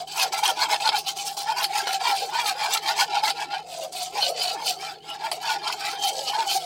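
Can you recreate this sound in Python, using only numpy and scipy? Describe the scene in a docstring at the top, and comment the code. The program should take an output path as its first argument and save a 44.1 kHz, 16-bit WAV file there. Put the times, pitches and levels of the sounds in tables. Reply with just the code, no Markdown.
"""A light scrape comes first over a faint hum: a metal spoon stirs wet sugar round a plastic bowl, heard close up.
Hard digs and light sweeps crunch the crystals: random clicks ring the bowl's modes, and small cracks add fizz.
Friction drives the bowl's wall, whose pitch bends as the spoon bears on it; it bonks as it springs free.
The floor of the bowl groans at hard shoves. Now and then the spoon lifts, lands, squeals or knocks the plastic.
Lumps of sugar burst, and the small kitchen adds a short, quiet tail and the hum of an appliance."""
import sys
import numpy as np
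from scipy import signal
from scipy.io import wavfile
from scipy.ndimage import uniform_filter1d

SR = 44100
rng = np.random.default_rng(int(sys.argv[2]) if len(sys.argv) > 2 else 0)


def to_wav(sig):
    """Store sig (one row per channel, or 1-D mono) as 16-bit WAV at the path in sys.argv[1].

    Samples outside -1..1 are clipped; the rate is SR.
    """
    pcm = np.clip(np.atleast_2d(sig), -1, 1) * 32767
    pcm = np.round(pcm).astype(np.int16)
    wavfile.write(sys.argv[1], SR, pcm.T)  # frames by channels


N = 293265
TIME = np.arange(N) / SR
CONTROL_TIME = TIME[::32]  # slow controls are worked out at every 32nd sample only

# room air, filter curve: (f/Hz, gain/dB)
ROOM_AIR_COLOUR = [(30, -16), (58, 3), (100, -2), (160, 7.5), (230, 3.5), (400, 3.5), (900, -20),
                   (16000, -23)]
# appliance hum: (f/Hz, level/dB)
HUM_TONES = [(156.8, -63.5)]
# the spoon digs through the sugar and bears on the bowl, one row a stroke:
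# (middle t/s, length/s, level/dB, extra fizz level/dB, hollow wall ring before HOLLOW_SHARE/dB,
#  wall pitch aimed for, before BEND_GAIN f/Hz)
DIG_STROKES = [(0.215, 0.14, -18.5, 5.5, -7, 893), (0.368, 0.21, -27, 6, -0.5, 830),
               (0.472, 0.15, -21.5, 5.5, -2.5, 894), (0.628, 0.13, -18.5, -1, -4, 922),
               (0.725, 0.12, -21, 3, 1, 886), (0.875, 0.14, -19.5, -6, -5, 907),
               (0.949, 0.081, -27, -17, 4, 820), (1.505, 0.11, -27.5, -3, 4.5, 897),
               (1.595, 0.1, -23, 3, -1, 900), (1.78, 0.17, -24.5, 4, -1, 850),
               (1.886, 0.21, -26.5, 2, -1, 786), (2.085, 0.17, -21.5, 0, -0.5, 908),
               (2.385, 0.17, -25, 0, 1.5, 940), (2.485, 0.12, -21, 6, -6, 826),
               (2.632, 0.19, -25, 0, 0, 868), (2.744, 0.12, -21, 7, -8, 840),
               (2.891, 0.14, -21, 1, -2.5, 866), (3.01, 0.11, -18.5, 4.5, -2, 898),
               (3.164, 0.19, -24.5, -21, 1.5, 827), (3.274, 0.11, -20.5, 2.5, -5, 827),
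               (3.41, 0.14, -28, -1.5, -0.5, 844), (3.547, 0.15, -31.0, -17, 3, 825),
               (4.185, 0.11, -27, 2, -2.5, 879), (4.596, 0.24, -38, -4, 6, 907),
               (4.865, 0.21, -32, 3, -1, 786), (5.115, 0.18, -38, 3, 2, 823),
               (5.261, 0.13, -30, -1, 5, 877), (5.501, 0.21, -24.5, -0.5, -2, 878),
               (5.678, 0.15, -25, -6, -3, 887), (5.875, 0.29, -28, 1.5, -3.5, 808),
               (6.388, 0.2, -26, -0.5, 1.5, 908)]
# the spoon sweeps lightly back along the side; same columns
SWEEP_STROKES = [(0.0, 0.1, -33.5, -4, 3.5, 747), (0.115, 0.12, -32.5, -0.5, -12, 795),
                 (0.819, 0.15, -32.5, 3, 1, 810), (0.979, 0.093, -25, 1, -12, 816),
                 (1.086, 0.11, -24.5, -2, -10, 803), (1.197, 0.13, -28.5, 2, -6, 803),
                 (1.282, 0.16, -31, 6, -1.5, 801), (1.402, 0.14, -29, 4, -2, 808),
                 (1.639, 0.094, -26.5, 1.5, -2, 790), (1.941, 0.086, -22.5, -1, -10.5, 745),
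                 (2.194, 0.24, -24.5, -2.5, -4, 766), (3.738, 0.16, -34.5, 4, 2.5, 683),
                 (3.831, 0.11, -33.5, 2, 5, 640), (3.999, 0.28, -29, 1.5, -4, 746.5),
                 (4.251, 0.16, -20.5, -3.5, -9, 688), (4.42, 0.21, -21, -7, -10.5, 727),
                 (4.498, 0.14, -23.5, -6, -7, 723), (4.683, 0.16, -22, 0, -11.5, 737),
                 (5.334, 0.12, -33, 1, 2, 671), (5.727, 0.045, -24, 1, -3.5, 810),
                 (6.061, 0.15, -21.5, 1, -2, 801), (6.188, 0.2, -31, 3, -4.5, 798),
                 (6.283, 0.12, -24.5, -4, -7.5, 810), (6.521, 0.17, -22.5, 1.5, -7, 782),
                 (6.606, 0.38, -36.5, 1, 1.5, 730)]
# how each layer follows a stroke: name: (level relative to it/dB, lag/stroke lengths, half-width/stroke lengths)
# a dig rasps, and the bowl's floor springs back after it
DIG_RESPONSE = {"crunch": (-5, -0.028, 0.49), "fizz": (-13, -0.037, 0.45), "rasp": (-6.5, -0.0058, 0.49),
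                "wall": (-3, -0.019, 0.58), "floor": (-33.5, 0.41, 0.7), "steel": (-24.5, -.02, 0.15)}
# a sweep hisses, and the wall rings on behind it
SWEEP_RESPONSE = {"crunch": (-6, 0.018, 0.35), "fizz": (-8, 0.028, 0.5), "rasp": (-17, 0.041, 0.54),
                  "wall": (-4.5, 0.03, 0.83), "floor": (-37, 0.6, 0.34), "steel": (-12.5, 0.018, 0.43)}
# level each layer gains per dB of a stroke's hollow ring: name: share/(dB per dB)
HOLLOW_SHARE = {"rasp": 0.35, "wall": 0.91, "steel": -0.31}
# crunch of the sugar, filter curve: (f/Hz, gain/dB)
CRUNCH_COLOUR = [(500, 1.5), (1200, -30.5), (2000, -9), (2400, 5), (3200, 6), (3700, 4), (4500, 4),
                 (5200, 4), (5900, -4), (8000, -7.5), (15000, -25.5)]
# fizz of the smallest crystals, filter curve: (f/Hz, gain/dB)
FIZZ_COLOUR = [(800, -48), (3500, -3), (5800, 2.5), (7000, -0.5), (8300, 1.5), (9100, 4.5), (9600, 2),
               (10500, -8), (12500, -7.5), (15500, -10)]
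# what the bowl rings with, middle modes: (f/Hz, narrowest width/Hz, level/dB)
MIDDLE_MODES = [(1350.5, 33, 1), (1615, 65, -5.5), (2080, 62, -8), (2290, 43, -1)]
# the bowl's high modes; same columns
HIGH_MODES = [(2634, 108, 2.4), (3091, 60, 9.3), (3545, 244, 0.39), (4010, 264, 6), (4480, 48, 11),
              (4830, 86, 6.8), (5100, 38, 8.6)]
# modes of the spoon itself; same columns
SPOON_MODES = [(2955, 180, -3), (4290, 230, 0.5), (4433, 100, 7), (4730, 104, 3.5)]
# rasp of the wall, filter curve: (f/Hz, gain/dB)
RASP_COLOUR = [(300, -68.5), (620, -57.5), (950, 11), (1200, -1.5), (1600, -1), (2200, -1.5), (3000, -33)]
# the wall while the spoon presses it, filter curve: (f/Hz, gain/dB)
PRESSED_WALL_COLOUR = [(300, -28.5), (570, 6), (680, -2), (950, -5), (1300, 0.5)]
# how long the kitchen's tail takes to fall by 60 dB: (f/Hz, decay time/s)
KITCHEN_DECAY = [(200, 0.78), (800, 0.13), (16000, 0.15)]
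# the spoon eases off the bowl and lands again: (landing t/s, depth of lift/dB, bite on landing/dB)
SPOON_LANDINGS = [(0.0736, 4, 13.5), (0.322, 15, 5.5), (0.431, 7, 8), (0.687, 7.5, 1), (0.801, 6, 4.5),
                  (0.919, 10, 4), (1.064, -0.5, 11), (1.164, 4, 5.5), (1.368, 9.5, 8), (1.87, 5.5, 5),
                  (2.003, 3, 5.5), (3.232, 6.5, 6), (3.503, 6, 7.5), (3.92, 17, 0.5), (5.316, 9, 4)]
# the wall springs free with a hollow bonk: (middle t/s, half-width/s, peak level/dB, f/Hz)
WALL_BONKS = [(0.249, 0.03992, -21.5, 764.7), (0.436, 0.015, -16.5, 841.4), (0.499, 0.02994, -21, 775.8),
              (0.735, 0.0279, -18.5, 829.7), (0.867, 0.0352, -19, 876.2), (0.945, 0.022, -19.5, 857),
              (1.499, 0.02488, -20, 882), (1.712, 0.0135, -23, 764), (1.76, .016, -19.5, 826.3),
              (1.959, 0.0348, -21, 779.4), (2.019, 0.0215, -23, 763.4), (2.135, 0.0369, -17, 791.7),
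              (2.237, 0.02147, -22, 778.7), (2.363, .02, -19, 932.3), (2.52, 0.02213, -22, 756.6),
              (2.623, 0.01534, -19, 851.8), (2.911, 0.015, -19, 817.5), (3.03, 0.0267, -19, 804.7),
              (3.183, 0.02, -19, 817.6), (3.241, 0.01553, -15, 859.7), (4.197, 0.0246, -20.5, 798.4),
              (4.303, 0.00687, -22, 690), (4.325, 0.00723, -22, 683.4), (4.711, 0.023, -22, 737.2),
              (5.248, 0.0122, -23, 900.5), (5.572, .013, -23.5, 809), (6.06, 0.0608, -21, 783),
              (6.358, 0.02504, -20, 860.5), (6.408, 0.026, -18, 913.3), (6.48, 0.019, -21, 788.7),
              (6.569, 0.0255, -17, 769.4)]
# the hardest shoves make the floor groan: (middle t/s, half-width/s, level/dB, f/Hz, glide/(Hz per s))
FLOOR_SHOVES = [(.265, .05, -41.5, 473, 500), (.52, 0.021, -33.5, 510, -1000), (2.235, 0.039, -35, 480, 0),
                (3.835, 0.092, -40.5, 530, 500), (4.161, 0.065, -41, 452, 1700),
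                (4.295, 0.05, -31.5, 552, 0), (4.375, 0.058, -39, 475, -1300),
                (4.67, 0.12, -45.5, 501, 700), (6.135, 0.068, -42.5, 462, 1598),
                (6.2, 0.059, -34.5, 542, 300), (6.28, 0.037, -44, 493, -1700)]
# partials of that groan: (multiple of its pitch, level/dB)
GROAN_PARTIALS = [(0.999, -0.5), (1.25, -3)]
# the spoon's edge catches and squeals: (middle t/s, half-width/s, level/dB, f/Hz)
SPOON_SQUEALS = [(.457, 0.0064, -22.5, 3120), (.504, 0.0081, -26, 3180), (0.8934, 0.0023, -28, 4900),
                 (3.007, 0.011, -21.5, 4920), (4.231, 0.026, -27, 3050), (4.232, 0.019, -23, 4210),
                 (5.11, 0.033, -36, 2920), (6.054, 0.095, -32, 3146), (6.297, 0.037, -36.5, 3020),
                 (6.502, 0.024, -28.5, 3070)]
# the spoon knocks or catches on the plastic: (t/s, level during the chatter/dB,
#  wall thud relative to it/dB, treble relative to it/dB, fading time of the chatter/s)
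SPOON_KNOCKS = [(0.4544, -25.5, -17, -14, .004), (0.478, -27.5, -17, 4, .004), (0.743, -25, -2, -8, 0.0061),
                (1.082, -29, -14, -16, 0.0034), (0.8905, -15.5, -6, -22, .0045),
                (1.6417, -21, -17, -11, .008), (5.315, -27, -1, -6, .009), (1.871, -33.5, 8.5, -19, 0.0066),
                (1.932, -31, -6, -0.5, 0.0033), (3.2361, -35.5, 9, -17, .005),
                (3.3024, -23, -11, -10, 0.008), (4.227, -27, -2, -20, 0.0045)]
# treble tick of a knock, filter curve: (f/Hz, gain/dB)
TICK_COLOUR = [(500, -16), (2000, 17), (5000, -7), (9000, 23), (16000, -13)]
# a lump of sugar bursts under the spoon: (t/s, level/dB)
SUGAR_LUMPS = [(0.463, -24), (.764, -27.5), (.966, -19.5), (2.773, -21.5), (3.275, -21.5), (5.678, -24)]

EDGE_POWER, SKIRT_DB = 1.72, -90  # how squarely a stroke swells and fades, and where its fade stops
FIZZ_EDGE_POWER = 1.7  # the same for the fizz
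DIG_LEAN, SWEEP_LEAN = 0.1, 0.0095  # a stroke builds slowly, lets go fast: peak late by this share of a half-width
RASP_DB_PER_S, FLOOR_DB_PER_S, STEEL_DB_PER_S = 0.08, 0.8, .5  # slow change of colour as the stirring goes on
WALL_HZ = 780  # the wall's main mode when nothing presses on it
BEND_POWER, BEND_GAIN = 0.46, 1.136  # the wall's pitch bends with this power of the force
FIZZ_BRIGHTEN, FIZZ_PIVOT_DB = 0.21, -30.5  # above this force the finest cracks gain on the rest, by this power
FLUTTER_DB, FLUTTER_HZ = 2.0, 44.9  # the wall's free ring breaks up as the spoon sticks and slips
LOW_WALL_HZ, LOW_WALL_DB = 646, -16  # the wall's lower mode, which wanders and comes and goes
# the floor's note rises and grows as the wall's pitch sags, and wanders by a share of itself
FLOOR_HZ, FLOOR_HZ_PER_HZ, FLOOR_DB_PER_HZ, FLOOR_WANDER = 417, 0.93, 0.145, 0.12
RUB_HZ, RUB_DB, RUB_DB_PER_S = 346, -42, 1.4  # the bowl's base rubs on the counter, louder as time goes on
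LIFT_S, BITE_S, LAND_S = 0.029, 0.014, .008  # time to ease off, for the bite to relax, and to land
UNEVEN_DB, UNEVEN_HZ = 1.03, 17  # the spoon's pressure wavers as it meets lumps
BONK_SAG_HZ_PER_S = 500  # the pitch falls as the wall relaxes
BONK_RELIEF_DB = -6  # the spoon's drag on the wall eases meanwhile
SQUEAL_WIDTH_HZ = 115  # width of the narrower of two resonances
KNOCK_DAMPING_HZ, SLIP_S = 110, .0014  # widening of modes by the spoon's touch; mean time between contacts
LUMP_S, LUMP_RASP_DB = 0.0073, -11.5  # half-width of a burst; how much of it reaches the middle modes


def amp(db):
    """Turns decibels into gain."""
    return np.exp(np.asarray(db) * (np.log(10) / 20))


def unit(x):
    """Scales a sound to rms 1."""
    return x / np.sqrt(np.mean(x ** 2) + 1e-20)


def read(points, hz):
    """Reads a curve at the given pitches, on a log-frequency axis."""
    f, value = np.transpose(points)
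    return np.interp(np.log(hz + 1), np.log(f + 1), value)


def add(mix, s, sound):
    """Adds a sound to the mix at time s."""
    part = mix[max(round(s * SR), 0):][:len(sound)]
    part += sound[:len(part)]


def per_sample(control):
    """Draws a control, known at every 32nd sample, out over all samples."""
    return np.interp(TIME, CONTROL_TIME, control)


def drift(rate_hz):
    """A random wander of rms about 1: sixteen sines with random rates round rate_hz."""
    hz = rate_hz * rng.uniform(.15, 1.3, (16, 1))
    phase = rng.random((16, 1))
    angle = (2 * np.pi * (hz * CONTROL_TIME + phase)).astype(np.float32)
    return per_sample(np.sin(angle).sum(0) / np.sqrt(8))


def colour(x, points, size=2048):
    """A causal filter with the given spectrum, so that clicks keep their sharp front."""
    gain_db = np.maximum(read(points, abs(np.fft.fftfreq(size, 1 / SR))), -80)
    log_gain = np.log(amp(gain_db))
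    taps = np.fft.ifft(np.exp(np.conj(signal.hilbert(log_gain)))).real
    return signal.oaconvolve(x, taps[:size // 2])[:len(x)]


def resonate(x, hz, width):
    """A resonance of gain 1 at a fixed pitch hz, or following the curve hz."""
    r = np.exp(-np.pi * width / SR)
    if np.ndim(hz) == 0:
        return 2 * signal.lfilter([1 - r], [1, -r * np.exp(2j * np.pi * hz / SR)], x + 1e-18).real
    # for a moving pitch: turn it down to 0 Hz, smooth, and turn it back up
    angle = (2 * np.pi * (np.cumsum(hz / SR) % 1)).astype(np.float32)
    turn = np.cos(angle) + 1j * np.sin(angle)
    return 2 * (turn * signal.lfilter([1 - r], [1, -r], x * turn.conj() + 1e-18)).real


def steady(x, span_s):
    """Evens out the slow level of a texture, leaving its fast grain."""
    size = max(int(span_s * SR), 8)
    power = uniform_filter1d(uniform_filter1d(x ** 2, size), size)
    return x / np.sqrt(abs(power) + 1e-12)


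def swell(t, half_s, lean=0, power=EDGE_POWER):
    """The force of one push: 20 dB down half_s before and after its middle; a positive lean makes its peak late."""
    u = t / half_s - lean
    return amp(np.maximum(-20 * abs(u / (1 - np.sign(u) * lean)) ** power, SKIRT_DB))


def blend(sizes, pitches_hz):
    """Joins overlapping pushes on one mode into one size and one pitch."""
    power = sizes ** 2 + 1e-20
    size = np.sqrt(power.sum(0))
    pitch_hz = (power * pitches_hz).sum(0) / power.sum(0)
    return per_sample(size), per_sample(pitch_hz)


def crystals(per_s, spread_db, smear, slip_db):
    """Clicks of breaking crystals over a smooth smear of paste, bunched as the spoon sticks and slips."""
    sizes = amp(spread_db * np.minimum(rng.exponential(1, N), 4)) * rng.choice([-1, 1], N)
    clicks = unit(sizes * (rng.random(N) < per_s / SR))
    grains = clicks + smear * rng.standard_normal(N)
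    return grains * amp(slip_db * drift(rate_hz=260))


def contact_ring(x, ring_s, direct, size=8192):
    """Every grain rings the bowl's dense high modes; which of them answer changes as the spoon moves on."""
    out, t = np.zeros(N), np.arange(size // 8) / SR
    for start in range(0, N, size // 2):
        ring = rng.standard_normal(len(t)) * np.exp(-t / ring_s)
        ring = ring / np.linalg.norm(ring) + direct * (t == 0)
        # overlapping stretches fade into each other
        first = max(start - size // 2, 0)
        part = x[first:start + size // 2]
        fade = np.cos(np.pi * (np.arange(len(part)) + first - start) / size)
        add(out, first / SR, signal.fftconvolve(part * fade, ring))
    return unit(out)


def moving_modes(drive, modes, bend, wander):
    """Each mode arches with the spoon's force, and drifts and fades as the point of contact moves."""
    out = np.zeros(N)
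    for hz, width, db in modes:
        track_hz = hz * bend * (1 + wander * drift(rate_hz=7))
        fade_db = 4.8 * drift(rate_hz=14)
        out += amp(db + fade_db) * resonate(resonate(drive, track_hz, width), track_hz, 5 * width)
    return unit(out)


def groan(hz):
    """Uneven bumps ring one low mode that follows the curve hz; rms about 1."""
    bumps = crystals(per_s=260, spread_db=3.5, smear=0.4, slip_db=6.0)
    return steady(resonate(resonate(bumps, hz, 35), hz, 130), span_s=0.023)


def background():
    """Quiet room air is filtered noise; the appliance's hum is a sine that wavers a little."""
    hum = np.zeros(N)
    for hz, db in HUM_TONES:
        level = amp(db + 0.41 * drift(rate_hz=9)) * np.sqrt(2)
        hum += level * np.sin(2 * np.pi * hz * TIME + 0.15 * drift(rate_hz=2.18))
    air = unit(colour(rng.standard_normal(N), ROOM_AIR_COLOUR, size=8192))
    return hum + amp(-61.0) * air


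def stroke_forces(layer):
    """For every dig and sweep: its force on one layer over time, its level there, and its wall pitch."""
    forces, levels_db = [], []
    power = FIZZ_EDGE_POWER if layer == "fizz" else EDGE_POWER
    groups = (DIG_STROKES, DIG_RESPONSE, DIG_LEAN), (SWEEP_STROKES, SWEEP_RESPONSE, SWEEP_LEAN)
    for strokes, response, lean in groups:
        s, length_s, level_db, bright_db, hollow_db, _ = np.transpose(strokes)[:, :, None]
        offset_db, lag, half = response[layer]
        forces.append(swell(CONTROL_TIME - s - lag * length_s, half * length_s, lean, power))
        layer_db = level_db + offset_db + HOLLOW_SHARE.get(layer, 0) * hollow_db
        levels_db.append(layer_db + (layer == "fizz") * bright_db)
    pitches_hz = np.vstack([DIG_STROKES, SWEEP_STROKES])[:, -1:]
    return np.vstack(forces), np.vstack(levels_db), pitches_hz


def strength(layer):
    """How hard all the strokes together drive one layer."""
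    force, level_db, _ = stroke_forces(layer)
    return per_sample(np.linalg.norm(amp(level_db) * force, axis=0))


def wall_pitch():
    """The wall's pitch bends most at full force and returns to rest between strokes."""
    force, level_db, pitch_hz = stroke_forces("wall")
    power = (amp(level_db) * force) ** 2
    pull_hz = (power * (pitch_hz - WALL_HZ) * force ** BEND_POWER).sum(0)
    bend_hz = pull_hz / (power.sum(0) + amp(-74) ** 2)
    return per_sample(WALL_HZ + BEND_GAIN * bend_hz)


def crunch(stiffness):
    """Sugar ground between spoon and plastic rings the bowl's high modes."""
    grit = crystals(per_s=750, spread_db=3.2, smear=.11, slip_db=2.2)
    ringing = moving_modes(grit, HIGH_MODES, stiffness ** 0.261, wander=0.0227)
    dense = contact_ring(grit, ring_s=.0046, direct=.18)
    return steady(colour(ringing + 1.81 * dense, CRUNCH_COLOUR), span_s=0.024)


def fizz(force):
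    """The smallest crystals crack, each size in its own band; the finest need the most force."""
    bands = [[(8000, 0), (10000, -20)], [(8000, -20), (10000, 0)]]  # (f/Hz, gain/dB): coarse, then fine
    cracks = [colour(crystals(per_s=1700, spread_db=3.5, smear=.28, slip_db=2.2), band) for band in bands]
    coarse, fine = [crack * amp(2.0 * drift(rate_hz=40)) for crack in cracks]
    fine_gain = (force / amp(FIZZ_PIVOT_DB)) ** FIZZ_BRIGHTEN
    sound = contact_ring(coarse + fine * fine_gain, ring_s=.0036, direct=.22)
    return force * steady(colour(sound, FIZZ_COLOUR), span_s=0.012)


def steel(drag):
    """Friction makes the spoon's own modes ring, each coming and going."""
    sound = np.zeros(N)
    for hz, width, db in SPOON_MODES:
        ring = resonate(resonate(drag, hz, width), hz, 3 * width)
        sound += amp(db + 4.3 * drift(rate_hz=9)) * ring
    return steady(sound, span_s=0.023)


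def rasp(drag, stiffness):
    """Friction rings the wall's middle modes."""
    sound = moving_modes(drag, MIDDLE_MODES, stiffness ** 0.38, wander=0.039)
    sound += .65 * contact_ring(colour(drag, RASP_COLOUR), ring_s=.0026, direct=.17)
    return steady(sound, span_s=0.035)


def without_bass(x):
    """A steep cut below 620 Hz keeps the sugar, spoon and scrape thin and free of rumble."""
    return signal.sosfilt(signal.butter(4, 620, "highpass", fs=SR, output="sos"), x)


def wall(drag, gain, pitch_hz):
    """Friction drives the main wall mode: hoarse while the spoon bends it, a clear hollow ring when it runs free."""
    bent_hz = pitch_hz * (1 + .035 * drift(rate_hz=28))
    pressed = resonate(resonate(drag, bent_hz, 80), bent_hz, 300)
    pressed = steady(colour(pressed, PRESSED_WALL_COLOUR), span_s=0.037)
    # the free ring stays near the resting pitch
    ring_hz = np.clip(uniform_filter1d(pitch_hz, SR // 20), WALL_HZ - 45, WALL_HZ + 35)
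    ring_hz = ring_hz * (1 + .016 * drift(rate_hz=20))
    free = steady(resonate(resonate(drag, ring_hz, 22), ring_hz, 70), span_s=.024)
    freedom = .85 / (1 + ((pitch_hz - WALL_HZ + 8) / 58) ** 4)
    # the free ring outlasts the push that started it
    keep = np.exp(-1 / (.008 * SR))
    ring_power = signal.lfilter([1 - keep], [1, -keep], gain ** 2 * freedom)
    ring_gain = np.sqrt(ring_power + amp(-75.0) ** 2)
    flutter = amp(FLUTTER_DB * (drift(rate_hz=FLUTTER_HZ) - .5))
    low = groan(LOW_WALL_HZ * (1 + .03 * drift(rate_hz=10))) * amp(4 * drift(rate_hz=18))
    sound = gain * np.sqrt(1 - freedom) * pressed + ring_gain * flutter * free
    sound += amp(LOW_WALL_DB) * strength("wall") * low
    return colour(sound, [(350, -20.0), (560, -32.5), (650, 1.5)])  # keeps the wall's sound light in the bass


def flex(wall_hz):
    """The floor gives unevenly after each stroke, more when the wall is slack; the base rubs with that force's root."""
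    slack_hz = np.maximum(WALL_HZ - wall_hz, 0)
    growth = amp(FLOOR_DB_PER_HZ * slack_hz + FLOOR_DB_PER_S * TIME)
    give = strength("floor") * growth + amp(-59.5)
    wander = FLOOR_WANDER * drift(rate_hz=9)
    give_hz = (FLOOR_HZ + FLOOR_HZ_PER_HZ * slack_hz) * (1 + wander)
    rub_hz = RUB_HZ * (1 + wander / 2)
    note, rub = [amp(4.26 * drift(rate_hz=16)) * groan(hz) for hz in (give_hz, rub_hz)]
    return give * note + np.sqrt(give) * amp(RUB_DB + RUB_DB_PER_S * TIME) * rub


def kitchen(x):
    """A short diffuse tail that starts 4 ms after each sound, each band dying at its own speed."""
    taps = rng.standard_normal(SR // 2) * (np.arange(SR // 2) > .004 * SR)
    hz, t, bands = signal.stft(taps, SR, nperseg=256)
    decay = amp(-60 * t / read(KITCHEN_DECAY, hz)[:, None])
    tail = signal.istft(bands * decay, SR, nperseg=256)[1]
    return signal.oaconvolve(x, tail / np.linalg.norm(tail))[:N]


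def contact():
    """The spoon's grip on the bowl: it wavers, changes as the spoon lifts before a landing, and bites just after."""
    s, lift_db, bite_db = np.transpose(SPOON_LANDINGS)[:, :, None]
    t = CONTROL_TIME - s
    step_db = np.where(t < 0, -lift_db * np.exp(-(t / LIFT_S) ** 2), bite_db * np.exp(-abs(t) / BITE_S))
    landing_db = uniform_filter1d(per_sample(step_db.sum(0)), int(LAND_S * SR))
    return amp(landing_db + UNEVEN_DB * drift(rate_hz=UNEVEN_HZ))


def bonks():
    """The wall's free swings: their nearly pure tone, and the share of the spoon's drag that is left."""
    s, half_s, peak_db, pitch_hz = np.transpose(WALL_BONKS)[:, :, None]
    t = CONTROL_TIME - s
    force = swell(t, half_s, lean=-0.119)  # it starts faster than it dies
    sagging_hz = pitch_hz - BONK_SAG_HZ_PER_S * np.clip(t, -half_s, half_s)
    size, hz = blend(amp(peak_db) * force, sagging_hz)
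    turns = np.cumsum(hz * (1 + 0.023 * drift(rate_hz=60))) / SR
    relief = amp(BONK_RELIEF_DB * per_sample(np.sqrt(force.max(0))))
    return size * np.sin(2 * np.pi * turns), relief


def shoves():
    """At the hardest shoves the floor groans in partials that glide together."""
    s, half_s, level_db, pitch_hz, hz_per_s = np.transpose(FLOOR_SHOVES)[:, :, None]
    t = CONTROL_TIME - s
    gliding_hz = pitch_hz + hz_per_s * np.clip(t, -half_s, half_s)
    size, hz = blend(amp(level_db) * swell(t, half_s), gliding_hz)
    return size * sum(amp(db) * groan(multiple * hz) for multiple, db in GROAN_PARTIALS)


def squeals():
    """For a moment friction locks on to one narrow mode, here noise through a narrow resonance."""
    out, t = np.zeros(N), np.arange(-SR // 6, SR // 6) / SR
    for s, half_s, level_db, hz in SPOON_SQUEALS:
        noise = rng.standard_normal(len(t))
        ring = resonate(resonate(noise, hz, SQUEAL_WIDTH_HZ), hz, 2 * SQUEAL_WIDTH_HZ)
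        size = amp(level_db) * swell(t, half_s) * np.sqrt(2)
        add(out, s + t[0], size * steady(ring, span_s=0.013))
    return out


def knocks():
    """Each knock is a short, fading chatter of contacts that rings the damped bowl and spits treble."""
    out, t = np.zeros(N), np.arange(4096) / SR
    for s, level_db, thud_db, treble_db, chatter_s in SPOON_KNOCKS:
        # uneven steps add up; each whole number passed is one contact
        progress = np.cumsum(rng.exponential(1, len(t)) ** 2) / (2 * SLIP_S * SR)
        slips = np.diff(np.floor(progress), prepend=-1) > 0
        chatter = slips * rng.choice([-1, 1], len(t)) + .2 * rng.standard_normal(len(t))
        chatter = chatter * np.exp(-t / chatter_s)
        ring = np.zeros(len(t))
        for hz, width, db in MIDDLE_MODES + HIGH_MODES:
            mode = resonate(chatter, hz, width + KNOCK_DAMPING_HZ)
            ring += rng.choice([-1, 1]) * amp(db) * mode
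        thud = resonate(chatter, WALL_HZ, 140)
        tick = colour(chatter, TICK_COLOUR)
        for part, db in (ring, 0), (thud, thud_db), (tick, treble_db):
            add(out, s, amp(level_db + db) * part / np.std(part[t < chatter_s]))
    return signal.sosfilt(signal.butter(2, 380, "highpass", fs=SR, output="sos"), out)


def lumps():
    """The extra force with which lumps of sugar burst."""
    return per_sample(sum(amp(db) * swell(CONTROL_TIME - s, LUMP_S) for s, db in SUGAR_LUMPS))


def scene():
    """The strokes drive sugar, spoon, wall and floor; bonks, squeals, knocks and the kitchen join them."""
    pitch_hz, grip, burst = wall_pitch(), contact(), lumps()
    stiffness = pitch_hz / WALL_HZ
    drag = crystals(per_s=1500, spread_db=3.5, smear=0.28, slip_db=-0.5)
    # between strokes the spoon still rests in the mixture and scrapes faintly
    sugar = (np.hypot(strength("crunch"), burst) + amp(-55.0)) * crunch(stiffness)
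    sugar += amp(2.6 * drift(rate_hz=21)) * fizz(strength("fizz"))
    spoon = strength("steel") * amp(STEEL_DB_PER_S * TIME) * steel(drag)
    rasp_force = np.hypot(strength("rasp") * amp(RASP_DB_PER_S * TIME), amp(LUMP_RASP_DB) * burst)
    scrape = (rasp_force + amp(-78.0)) * rasp(drag, stiffness)
    bonk, relief = bonks()
    wall_gain = strength("wall") * grip * relief * amp(1.0 * drift(rate_hz=26))
    hollow = bonk + wall(drag, wall_gain, pitch_hz)
    bowl = without_bass(grip * (sugar + spoon + scrape)) + hollow
    bowl += flex(pitch_hz) + shoves() + squeals() + knocks()
    return (bowl + amp(-15.5) * kitchen(bowl) + background())[None]


def record(dry):
    """A steep low-pass at 15950 Hz takes away the very top of the treble."""
    taps = signal.firwin(511, 15950, window=("kaiser", 9), fs=SR)
    return signal.oaconvolve(dry, taps[None], "same")


dry = scene()
out = record(dry)
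to_wav(out)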